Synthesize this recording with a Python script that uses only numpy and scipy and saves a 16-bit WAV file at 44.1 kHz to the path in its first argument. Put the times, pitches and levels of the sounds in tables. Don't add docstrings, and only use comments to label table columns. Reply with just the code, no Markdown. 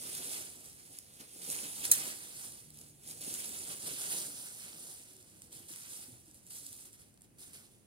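import sys
import numpy as np
from scipy import signal
from scipy.fft import rfft, irfft, next_fast_len
from scipy.io import wavfile
from scipy.ndimage import uniform_filter1d, map_coordinates

SR = 44100
rng = np.random.default_rng(int(sys.argv[2]) if len(sys.argv) > 2 else 0)


def convert_level_to_amplitude(level_db):
    exponent = np.asarray(level_db, float) / 20
    return 10 ** exponent


def transcribe(u):
    v = np.clip(np.atleast_2d(u).T, -1, 1)
    q = np.round(v * 32767).astype(np.int16)
    wavfile.write(sys.argv[1], SR, q)


N = 346626

# t/s, delay of the left port/samples
BEARING = [(0, 14), (.5, 11), (1.2, 14.3), (1.9, 11.66), (2.35, 10.5), (3.1, 13.6), (3.7, 11.5), (4.5, 9.3),
           (5.5, 10.8), (6.7, 11.3), (7.86, 8.7)]

# f/Hz, density/dB
CRISP_COLOUR = [(2500, -20), (4500, 0), (6000, 0.5), (9000, 1), (16000, -1.5)]
# f/Hz, density/dB
TICK_COLOUR = [(1200, -46.5), (2500, -10), (5000, 4), (16000, -0.5)]
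# f/Hz, density/dB
BODY_COLOUR = [(400, -32), (800, -9), (1500, -3.5), (3500, -2), (5500, -5.5), (9000, -23)]
# f/Hz, density/dB
SOIL_COLOUR = [(60, -50.5), (130, -6), (300, -2), (500, -5), (800, -10), (1600, -39.5)]

# t of full effort/s, crackle level/dB, rise/s, fall/s,
# soil above the crackle/dB
PULLS = [(.332, -44, 0.57, 0.17, -13.5), (.6, -57, 0.38, 0.56, -12), (0.949, -56.5, .12, 0.053, -15.5),
         (1.17, -62.5, 0.19, 0.033, -9.5), (1.49, -46, .11, 0.51, -15.5), (1.69, -46.5, 0.24, 0.031, -11),
         (1.84, -45, .13, 0.22, -29), (1.939, -37.5, 0.039, 0.091, -23), (2.07, -44, 0.29, 0.083, -10.5),
         (2.2, -55, 0.17, 0.46, -14.5), (2.474, -50, 0.41, 0.11, -15), (2.805, -58, 0.055, 0.1, -12.5),
         (3.112, -48, 0.056, 0.04, -12.5), (3.721, -45, .15, 0.028, -13.5),
         (3.872, -44.5, 0.023, .045, -15), (4.128, -41.5, 0.41, 0.27, -15), (4.45, -54, .4, 0.69, -21),
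         (4.87, -53.5, .7, 0.21, -12.5), (5.2, -67, 0.54, 0.41, -8), (5.975, -50.5, .09, 0.17, -19),
         (6.355, -61.5, 0.03, 0.083, -14), (6.285, -65.5, 0.024, 0.063, -8),
         (3.19, -51, 0.045, 0.04, -11.5), (7.64, -64, 0.05, 0.14, -9.5)]
# t/s, crackle level/dB, rise/s, fall/s, soil above the crackle/dB
CLUMPS = [(.05, -55, .1, 0.18, -15.5), (.732, -56, 0.024, 0.01, -20), (1.208, -52.5, 0.013, 0.037, -7.5),
          (1.365, -57, 0.016, 0.037, -10), (1.515, -42.5, 0.01, 0.06, -17), (1.854, -37, 0.023, 0.017, -38),
          (2.745, -60, .012, .05, -25), (3.349, -41.5, 0.01, 0.055, -19), (3.404, -42, .04, .05, -17),
          (5.435, -66.5, .011, .12, -4.5), (5.689, -57, .003, 0.074, -11.5), (6.14, -66, 0.057, 0.069, -1),
          (6.43, -64, 0.005, 0.045, -19), (6.475, -61.5, 0.024, 0.04, -12),
          (6.562, -48, 0.029, 0.031, -24.5), (6.74, -52.5, .025, 0.069, -27),
          (6.853, -54, 0.005, 0.048, -17), (6.94, -59.5, 0.014, 0.032, -16),
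          (6.995, -61, 0.017, 0.084, -13), (7.245, -68, 0.032, 0.02, -9.5),
          (7.434, -55.5, 0.036, 0.023, -24), (7.51, -63.5, .03, .025, -12),
          (7.545, -53.5, 0.018, 0.07, -13.5), (4.68, -57.5, .04, .08, -11.5)]
# t/s, length/s, crackle level/dB, drift to the end/dB,
# soil above the crackle/dB
DRAGS = [
    (3.209, .125, -47.5, 1.9, -15),
    (3.44, 0.2, -48, -1, -16),
    (5.522, .155, -54, -8.5, -16),
    (5.686, 0.26, -53.5, 0.5, -20),
    (6.505, .335, -51, -6.5, -21),
    (7.389, 0.11, -59.5, -2, -17),
]
BITE_S, LIFT_S = 0.0055, 0.012
TAPER = 0.097
REST_DB = -81.5
# t/s, leaf body above the crackle/dB
LITTER = [(0, -9), (.5, -10.5), (1.3, -9.5), (1.5, -11.5), (2.05, -8), (2.5, -11.5), (3.3, -12.5),
          (3.9, -8.5), (4.2, -10.5), (4.8, -10.5), (5.3, -11.5), (5.8, -8.5), (6.3, -12.5), (6.65, -14.5),
          (7.0, -9.5), (7.86, -10.5)]
BODY_LAGS = 0.03
BODY_DIGS = 0.16

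# f/Hz, density/dB
TRAFFIC_COLOUR = [(15, -58), (25, -20), (102, -3.5), (277, -9.5), (312, -11), (604, -22.5), (655, -23.5),
                  (784, -26), (1320, -32), (3000, -32), (3900, -71), (6600, -120)]
# f/Hz, likeness/1
TRAFFIC_ALIKE = [(50, 0.98), (300, 0.43), (700, 0.19)]
# t/s, level/dB
TRAFFIC_LEVEL = [(0, -68), (1.4, -67.5), (2.05, -63), (2.3, -67.5), (3.9, -64.5), (4.4, -68.5), (6.1, -67),
                 (7.86, -68)]
# t/s, f/Hz, level/dB
ENGINE = [
    (2.35, 135.0, -47),
    (2.424, 136.1, -71),
    (2.506, 147.2, -85),
    (2.722, 151.0, -72),
    (3.066, 146.7, -76),
    (3.12, 156.7, -66),
    (3.158, 161.5, -74),
    (3.3, 159.2, -66),
]

# f/Hz, t60/s
FENCE_T60 = [(200, 0.092), (2000, 0.26), (10000, 0.16)]

# t/s, peak level/dB, splintering above it/dB, low part above it/dB
TWIGS = [(.1502, -26.5, -5, -25), (.9865, -25, -9.5, -31.5), (1.5006, -18.5, -8.5, -28),
         (1.5444, -25, -19, -19), (1.5884, -27.5, -13, -11.5), (1.8414, -32, -8, -3.5),
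         (1.8524, -18.5, -9, -15.5), (1.9344, -17, -13, -27), (2.7037, -38, -7, -27),
         (3.0355, -50.5, -2, -11), (3.0749, -32.5, -8, -31), (3.1108, -33, -3, -27), (3.2151, -38, -2, -17),
         (3.283, -26, -13, -23), (3.3395, -21.5, -7.5, -43), (3.492, -26, -9, -22), (4.7294, -51, -9, 4),
         (5.4191, -34, -10, -19), (5.5275, -37, -6, -23), (5.7359, -32, -14, -17), (5.7595, -33, -5, -17),
         (5.9324, -34, -16, -14), (6.5086, -32, -16, -31), (6.5524, -44, -13, -29),
         (6.6648, -32, -3.5, -28), (6.7281, -39.5, 1, -22.5), (7.1746, -48, -9, -14.5),
         (7.2185, -46, -3, -35)]
# t/s, peak level/dB
STALKS = [(0.697, -42), (1.2012, -45), (2.5214, -37), (2.7422, -50.5), (2.7721, -42), (2.788, -38),
          (2.8133, -38.5), (3.3424, -37), (3.8292, -38), (5.1657, -40), (5.2265, -44), (5.5084, -49),
          (5.686, -44), (6.119, -48), (6.2577, -51), (6.312, -44), (6.344, -43), (6.466, -42),
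          (6.5006, -47), (6.6714, -39.5), (6.93, -41.5), (7.017, -45.5), (7.2085, -50), (7.141, -53),
          (7.3846, -45.5), (7.4154, -48), (7.4724, -48), (7.5328, -40)]
STALK_SPLINTER_DB, STALK_LOW_DB = -6, -30
SNAP_T60 = 0.0098

# t/s, peak level/dB, f/Hz
THUDS = [
    (1.202, -42, 275),
    (3.279, -44, 262),
    (4.727, -46, 326),
    (5.559, -46, 145),
    (5.6, -45, 226),
    (5.706, -44, 350),
    (6.084, -40, 252),
    (6.126, -40, 116),
    (6.28, -47, 310),
]

# t/s, ring f/Hz, peak level/dB, t60/s
CLICK = [
    (1.9146, 8600, -11, 0.0087),
    (1.9150, 12400, -16, 0.04),
    (1.9166, 6600, -13, 0.023),
    (1.9168, 10200, -18.5, .02),
    (1.9163, 13400, -12.5, 0.062),
    (1.9195, 11000, -24, 0.057),
    (1.9195, 1950, -24, .04),
    (1.9180, 4100, -22.5, 0.033),
    (1.9225, 7400, -30, 0.042),
]

# t/s, length/s, first f/Hz, last f/Hz, level/dB
COOS = [
    (5.001, 0.36, 425, 296, -72),
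    (5.513, 0.27, 319, 364, -74),
    (6.22, 0.119, 370, 279, -70),
    (6.62, .09, 295, 260, -66),
]
COO_EDGE_S = 0.022

# f/Hz, gain/dB
PORT = [(22, -8.5), (45, 1), (5500, 2), (6500, 4), (7800, 6.5), (9400, 11.5), (10600, 10.5), (11700, 5),
        (13500, 2.2), (15700, -0.5)]
# f/Hz, left minus right/dB
SHADOW = [(200, -0.3), (4000, -1.5), (8700, -4.5), (10500, -1.5), (12000, 1.5), (15000, -3)]


def unit(x):
    return x / np.sqrt(np.mean(x ** 2) + 1e-20)


def along(points, hz):
    f, v = np.transpose(points)
    return np.interp(np.log(hz + 1), np.log(f + 1), v)


def curves(rows):
    s, *cols = np.transpose(rows)
    return [np.interp(np.arange(N) / SR, s, c) for c in cols]


def wobble(rate):
    knots = rng.standard_normal(int(N * 200 / SR) + 4)
    return map_coordinates(knots, [np.arange(N) * rate / SR])


def filtered(x, response):
    m = next_fast_len(N + 8192)
    return irfft(rfft(x, m) * response(np.fft.rfftfreq(m, 1 / SR)), m)[..., :N]


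def coloured(x, spectrum):
    return filtered(x, lambda hz: convert_level_to_amplitude(along(spectrum, hz)))


def cracks(at, size, late):
    tap = np.arange(-5, 7)
    out = []
    for when in (at + late / 2, at - late / 2):
        where = np.floor(when)[:, None] + tap
        off = where - when[:, None]
        shape = np.sinc(off) * np.cos(np.pi * off / 14) ** 2
        index = np.clip(where, 0, N - 1).astype(int).ravel()
        out.append(np.bincount(index, (size[:, None] * shape).ravel(), N))
    return np.array(out)


def rings(s, hz, db, t60, rough):
    t = np.arange(SR // 16)
    wander = rough * np.cumsum(rng.standard_normal((len(s), len(t))), axis=1)
    phase = 2 * np.pi * hz * t / SR + wander
    decay = convert_level_to_amplitude(db - 60 * t / SR / np.maximum(t60, .003))
    burst = decay * (1 - np.exp(-t / 2.6)) * np.sin(phase)
    late = curves(BEARING)[0][(s * SR).astype(int)] + 0 * t
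    return cracks((s * SR + t).ravel(), burst.ravel(), late.ravel())


def tent(t, s, length, rise, fall):
    before = np.maximum(s - t, 0) / np.maximum(rise, .002)
    after = np.maximum(t - s - length, 0) / np.maximum(fall, .002)
    away = before + after
    return -10 * away * (1 - TAPER + TAPER * away)


def effort():
    t = np.arange(0, N, 44) / SR
    s, db, rise, fall, swell_soil = np.transpose(PULLS + CLUMPS)[:, :, None]
    swells = db + tent(t, s, 0, rise, fall)
    s, length, db, drift, drag_soil = np.transpose(DRAGS)[:, :, None]
    drags = db + drift * np.clip((t - s) / length, 0, 1) + tent(t, s, length, BITE_S, LIFT_S)
    crackle = np.vstack([swells, drags])
    soil = crackle + np.vstack([swell_soil, drag_soil])
    total = lambda db: 10 * np.log10(np.sum(convert_level_to_amplitude(db) ** 2, axis=0) + convert_level_to_amplitude(REST_DB) ** 2)
    return curves(np.transpose([t, total(crackle), total(soil)]))


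def patchy(x, depth_db):
    z = signal.stft(x, nperseg=256)[2]
    field = rng.standard_normal(z.shape[1:])
    field = uniform_filter1d(field, size=7, axis=0)
    field = uniform_filter1d(field, size=6, axis=1)
    return signal.istft(z * convert_level_to_amplitude(depth_db * unit(field)), nperseg=256)[1][:, :N]


def swarm(count, spread_db, width, spectrum):
    draw = rng.random((count, 3))
    at = draw[:, 0] * (N - 1)
    rarity = np.minimum(-np.log(1 - draw[:, 1]), 4)
    size = convert_level_to_amplitude(spread_db * rarity) * np.tanh(rng.standard_normal(count))
    late = curves(BEARING)[0][at.astype(int)] + width * (draw[:, 2] - .5)
    return unit(patchy(coloured(cracks(at, size, late), spectrum), depth_db=1.67))


def leaves():
    crisp_db, soil_db = effort()
    depth_db = soil_db - crisp_db
    lag_db = BODY_LAGS * (crisp_db - crisp_db.mean())
    dig_db = BODY_DIGS * (depth_db - depth_db.mean())
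    body_db = curves(LITTER)[0] - lag_db + dig_db
    surge = 0.98 * wobble(16) + 0.7 * wobble(45) + 0.3 * wobble(150)
    crisp = swarm(count=120000, spread_db=-0.5, width=3.9, spectrum=CRISP_COLOUR)
    ticks = swarm(count=1500, spread_db=0.5, width=5.3, spectrum=TICK_COLOUR)
    body = swarm(count=60000, spread_db=0.5, width=6.3, spectrum=BODY_COLOUR)
    soil = swarm(count=20000, spread_db=1.0, width=3.5, spectrum=SOIL_COLOUR)
    crisp = (crisp + convert_level_to_amplitude(-10.5) * ticks) * convert_level_to_amplitude(crisp_db - 3.0 + surge)
    body *= convert_level_to_amplitude(crisp_db + body_db + 1.77 + 0.82 * surge + 1.26 * wobble(25))
    soil *= convert_level_to_amplitude(soil_db + 0.5 + .3 * surge + 1.07 * wobble(14))
    return crisp + body + soil


def fence(x):
    hz, t, z = signal.stft(rng.standard_normal((2, SR // 3)), SR, nperseg=256)
    decay = convert_level_to_amplitude(-60 * t / along(FENCE_T60, hz)[:, None])
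    tail = signal.istft(z * decay, SR, nperseg=256)[1]
    delayed = np.pad(x, (300, 0))[None]
    return signal.fftconvolve(delayed, tail / np.linalg.norm(tail[0]), axes=1)[:, :N]


def traffic():
    turn = lambda hz: np.arccos(np.clip(along(TRAFFIC_ALIKE, hz), -1, 1)) / 2
    pair = coloured(rng.standard_normal((2, N)), TRAFFIC_COLOUR)
    mid, side = filtered(pair, lambda hz: np.array([np.cos(turn(hz)), np.sin(turn(hz))]))
    rumble_db = curves(TRAFFIC_LEVEL)[0] - 0.04 + 0.72 * wobble(2.93)
    rumble = unit(np.array([mid + side, mid - side])) * convert_level_to_amplitude(rumble_db)
    hz, db = curves(ENGINE)
    t = np.arange(N) / SR
    passing = np.clip(np.minimum(t - ENGINE[0][0], ENGINE[-1][0] - t) / 0.15, 0, 1)
    turns = 2 * np.pi * np.cumsum(hz) / SR
    orders = np.sin(turns) + .45 * np.sin(turns * 3 / 2) + .3 * np.sin(turns * 2)
    return rumble + passing * convert_level_to_amplitude(db + 5.5 + 2.6 * wobble(12)) * orders


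def snaps():
    rows = TWIGS + [(s, db, STALK_SPLINTER_DB, STALK_LOW_DB) for s, db in STALKS]
    s, db, splinter_db, low_db = np.transpose(rows)[:, :, None]
    s = s + 0.000683
    late = curves(BEARING)[0][(s[:, 0] * SR).astype(int)]
    crack = coloured(cracks(s[:, 0] * SR, convert_level_to_amplitude(db[:, 0] - 3), late), TICK_COLOUR)
    splinters = coloured(rings(s, 9000, db + splinter_db, SNAP_T60, rough=1.52), CRISP_COLOUR)
    dull = coloured(rings(s, 2547, db + low_db + 6.5, 1.33 * SNAP_T60, rough=0.72), BODY_COLOUR)
    return crack + splinters + dull


def thuds():
    s, db, hz = np.transpose(THUDS)[:, :, None]
    pushes = rings(s, hz, db - 3.5, 0.083, rough=0.044)
    return coloured(pushes, [(60, -20), (120, -4.0), (700, -9.5), (2500, -30)])


def click():
    s, hz, db, t60 = np.transpose(CLICK)[:, :, None]
    steel = coloured(rings(s, hz, db, t60, rough=0.18), [(600, -31), (1500, -6.0)])
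    crack = rings(s, 11000, db - 3.5, 0.64 * t60, rough=1.464)
    return steel + coloured(crack, [(2500, -31), (6000, 0), (12000, -9.5), (16000, 7)])


def dove():
    t, out = np.arange(N) / SR, 0
    for s, length, first_hz, last_hz, db in COOS:
        glide = np.clip((t - s) / length, 0, 1)
        hz = first_hz + (last_hz - first_hz) * glide + 9 * wobble(15)
        level = convert_level_to_amplitude(db + tent(t, s, length, COO_EDGE_S, COO_EDGE_S))
        out = out + level * np.sin(2 * np.pi * np.cumsum(hz) / SR)
    return convert_level_to_amplitude(5.5 * wobble(14) - 3) * out


def scene():
    rake = leaves() + snaps() + thuds() + click()
    return rake + convert_level_to_amplitude(-10.5) * fence(rake[1]) + traffic() + dove()


def band_limit(x):
    return signal.sosfilt(signal.butter(12, 15760, fs=SR, output="sos"), x)


def record(dry):
    hiss = convert_level_to_amplitude(-78) * rng.standard_normal(dry.shape)

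    def response(hz):
        half = along(SHADOW, hz) / 2
        return (hz < 15760) * convert_level_to_amplitude(along(PORT, hz) + [half, -half])

    return band_limit(filtered(dry + hiss, response))


dry = scene()
out = record(dry)
transcribe(out)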